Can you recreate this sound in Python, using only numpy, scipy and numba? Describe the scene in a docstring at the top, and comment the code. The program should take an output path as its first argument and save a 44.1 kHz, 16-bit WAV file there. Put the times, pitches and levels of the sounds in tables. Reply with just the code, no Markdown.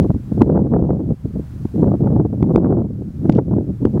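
"""Gusty wind rumbles on the bare microphone of a hand-held camera on an open mountain ridge.
Each passing eddy is a brief dip in pressure; stronger wind makes the dips deeper and quicker,
and a few big ones pop and overload. Small dry ticks sound on the camera body.
The gain control ducks after the blows, and a faint hiss creeps back in the lulls."""
import sys
import numpy as np
from scipy import signal
from scipy.fft import rfft, irfft
from scipy.io import wavfile
from scipy.ndimage import uniform_filter1d
from numba import njit

SR = 44100
rng = np.random.default_rng(int(sys.argv[2]) if len(sys.argv) > 2 else 0)


def generate_wav(signal):
    """Clip the signal to [-1, 1] and save it as 16-bit WAV at the path in sys.argv[1]."""
    frames = np.transpose(np.atleast_2d(signal))
    scaled = np.clip(frames, -1, 1) * 32767
    pcm = np.round(scaled).astype(np.int16)
    wavfile.write(sys.argv[1], SR, pcm)


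N = 176400


def undb(db):
    """Amplitude ratio of a level in decibels."""
    return 10 ** (np.asarray(db) / 20)


def unit(x):
    """Normalisation to rms 1."""
    return x / np.sqrt(np.mean(x ** 2))


def smooth(x, span):
    """Triangular smoothing: two moving averages of span samples."""
    return uniform_filter1d(uniform_filter1d(x, span), span)


def wander(per_s):
    """Sample-and-hold noise, smoothed, with rms 1."""
    held = rng.standard_normal(N)[(np.arange(N) * per_s / SR).astype(int)]
    return unit(smooth(held, int(SR / per_s)))


def colour(x, response):
    """Minimum-phase filter through the points (frequency [Hz], gain [dB])."""
    hz, db = np.array(response).T
    size = 2 * N
    bin_hz = np.maximum(np.arange(N + 1) * SR / size, 1)
    gain = undb(np.interp(np.log(bin_hz), np.log(hz), db))
    cepstrum = irfft(np.log(gain))
    cepstrum[1:N] *= 2  # folding onto positive time makes the filter causal
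    cepstrum[N + 1:] = 0
    return irfft(rfft(x, size) * np.exp(rfft(cepstrum)))[:N]


# Spectrum of the camera's hiss (frequency [Hz], relative level [dB])
HISS_SPECTRUM = [(100, 4), (500, 12), (900, 7), (1400, 4.5), (2000, -1), (3000, -5.5), (4700, -7),
                 (8000, -10), (13000, -12.5), (16000, -13.5)]
def hiss(level_db=-53):
    """Noise floor: stationary Gaussian noise, faint and even under the wind."""
    return unit(colour(rng.standard_normal(N), HISS_SPECTRUM)) * undb(level_db)


# Ticks on the camera body (time [s], level before filtering [dB])
TICKS = [(.026, -37), (.033, -44), (0.04, -43), (3.3234, -28), (3.3264, -33.5), (3.351, -34.5),
         (3.371, -35.5)]
# Tone colour of a tick (frequency [Hz], gain [dB])
TICK_RESPONSE = [(500, -27), (1800, 3.5), (3500, 0), (5300, -2.5), (8000, -15.5), (15000, -35.5)]
def ticks(t, decay_s=0.0024):
    """Damped transients: bright bursts of noise that decay exponentially."""
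    envelope = sum(undb(db) * (t >= at) * np.exp(-np.abs(t - at) / decay_s) for at, db in TICKS)
    return colour(envelope * rng.standard_normal(N), TICK_RESPONSE)


# Big eddies that hit the port head-on (time [s], peak level [dB], frequency [Hz], half length [s])
POPS = [(0.4205, 8, 297.5, 0.0031), (2.4283, 7, 223, 0.0017), (2.5606, 13, 312, 0.0014),
        (3.2969, 10, 241, .0024), (3.8539, 6.5, 296, 0.0017)]
def pops(t):
    """Pressure pulses: a big eddy sucks hard at the diaphragm, with a push before and after."""
    return sum(-undb(db) * np.cos(2 * np.pi * hz * (t - at)) * np.exp(-((t - at) / half_s) ** 2)
               for at, db, hz, half_s in POPS)


# Strength of the wind at the microphone (time [s], level [dB])
WIND = [(0, -8), (.11, -20.5), (.19, -26), (.29, -27), (.39, -19.5), (.5, -8.5), (.59, -9), (.69, -12),
        (.75, -6), (.83, -10), (.93, -7), (.98, -16.5), (1.11, -11), (1.16, -35), (1.21, -30.5),
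        (1.27, -20.5), (1.32, -26), (1.36, -17.5), (1.43, -31.5), (1.63, -25.5), (1.71, -33.5), (1.75, -21),
        (1.8, -12), (1.92, -10.5), (1.99, -15), (2.2, -6.5), (2.29, -15.5), (2.41, -10.5), (2.6, -8.5),
        (2.7, -5), (2.8, -5.5), (2.89, -18), (3.08, -20), (3.13, -31.5), (3.18, -17.5), (3.27, -15),
        (3.39, -9.5), (3.44, -17), (3.57, -7), (3.66, -22.5), (3.7, -16), (3.78, -26.5), (3.83, -11.5),
        (3.92, -16.5), (3.97, -11)]
# Short buffets on top (time [s], added level [dB], sharpness [ln of the eddies' narrowing factor])
BUFFETS = [(.047, -0.5, 0.43), (.102, 14.5, 0.38), (.113, 10, 0.3), (.148, 13.5, -0.073), (.164, 13, -0.36),
           (.321, 14.5, 0.025), (.379, 7.5, 0.44), (0.413, 12.5, 0.72), (.431, 10, 0.24), (0.499, 3, .15),
           (0.53, 2, -0.074), (.575, 5, 0.54), (.622, 7.5, -0.56), (.67, -1.5, 0.82), (.74, 3, .35),
           (.765, 4, -0.008), (.823, 8.5, -0.3), (.908, 4, 0.28), (1.122, 9.5, -0.44), (1.254, 13, -0.15),
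           (1.362, 1.5, 0.69), (1.397, 10.5, 0.14), (1.654, 15.5, .35), (1.843, 1.5, 0.54), (1.88, 4, 0.29),
           (1.917, 4, 0.63), (1.953, 0.5, 0.47), (2.025, 9, -0.45), (2.074, 6, 0.36), (2.2, 5, 0.038),
           (2.548, 4, .1), (2.58, 12.5, -0.49), (2.629, 0.5, 0.54), (2.647, 4.5, .3), (2.724, 3, 0.43),
           (2.663, 1.5, 0.42), (3.257, 7, 0.5), (3.34, 3.5, 0.41), (3.361, 9.5, 0.21), (3.385, 6, 0.27),
           (3.391, 3.5, .4), (3.978, -2.5, 0.89)]
def airflow(t, flutter_db=2.32, flutter_sharpness=0.027, buffet_s=0.0045):
    """Advection: faster flow carries eddies past sooner. Gives level [dB] and eddy half width [s]."""
    flutter = wander(per_s=120)
    wind_db = np.interp(t, *np.array(WIND).T) + flutter_db * flutter
    sharpness = flutter_sharpness * flutter
    for at, added_db, buffet_sharpness in BUFFETS:
        # a buffet takes over from the flutter while it lasts
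        bump = np.exp(-.5 * ((t - at) / buffet_s) ** 2)
        wind_db += bump * (added_db - flutter_db * flutter)
        sharpness += bump * (buffet_sharpness - flutter_sharpness * flutter)
    reference_db, narrowing_per_db = -9, 0.0528
    narrowing = sharpness + narrowing_per_db * (wind_db - reference_db)
    return wind_db, 0.00087 * np.exp(-narrowing)


# Frequency response of the microphone port (frequency [Hz], gain [dB])
PORT_RESPONSE = [(20, -39), (40, -22), (70, -8.5), (120, 0.5), (200, 3), (330, 3.5), (600, 0.5),
                 (1100, -0.5), (2000, -2.5), (4000, -6)]
def turbulence(t, eddies_per_s=1500, depth_spread_db=4.5, width_spread=0.16, crest=2.72):
    """Vortex suction: each eddy's core is a bell-shaped pressure dip; the port filters their sum."""
    wind_db, typical_width_s = airflow(t)
    count = eddies_per_s * N // SR
    arrivals = rng.integers(0, N, count)
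    depth_draw, width_draw = rng.standard_normal((count, 2)).T
    half_width_s = typical_width_s[arrivals] * np.exp(width_spread * width_draw)
    offsets = np.arange(-512, 513)
    dips = np.hanning(len(offsets)) / (1 + (offsets / SR / half_width_s[:, None]) ** 2)
    dips *= -undb(depth_spread_db * depth_draw)[:, None]
    positions = (arrivals[:, None] + offsets) % N
    pressure = np.bincount(positions.ravel(), dips.ravel(), N)
    fluctuation = pressure - uniform_filter1d(pressure, size=2205)
    rumble = colour(fluctuation, PORT_RESPONSE)
    local_rms = np.sqrt(smooth(rumble ** 2, span=380))
    rounded = crest * np.tanh(rumble / local_rms / crest)  # soft limit at crest times the local rms
    return rounded * undb(wind_db + 1)


def scene():
    """Superposition: wind, pops, ticks and hiss add at one microphone."""
    t = np.arange(N) / SR
    return (turbulence(t) + pops(t) + ticks(t) + hiss())[None]


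@njit
def duck(excess_db, attack_s, release_db_per_s):
    """Automatic gain control: the cut [dB] rises quickly towards any excess, then falls steadily."""
    cut_db, cut = np.empty(len(excess_db)), 0.
    for i in range(len(excess_db)):
        if excess_db[i] > cut:
            cut += (excess_db[i] - cut) / (attack_s * SR)
        else:
            cut = max(cut - release_db_per_s / SR, 0.)
        cut_db[i] = cut
    return cut_db


def record(dry, low_cut_hz=28, high_cut_hz=15800, threshold_db=-10.5):
    """Band limiting and overload: gain control ducks after loud blows, and what gets past it clips."""
    high_pass = signal.butter(2, low_cut_hz, "high", fs=SR, output="sos")
    low_pass = signal.ellip(8, .1, 70, high_cut_hz, fs=SR, output="sos")
    mic = signal.sosfilt(high_pass, dry)
    excess_db = 20 * np.log10(np.abs(mic[0]) + 1e-9) - threshold_db
    cut_db = duck(excess_db, attack_s=0.017, release_db_per_s=14)
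    clipped = np.clip(mic * undb(-cut_db), -1, 1)
    return signal.sosfilt(low_pass, clipped)


dry = scene()
out = record(dry)
generate_wav(out)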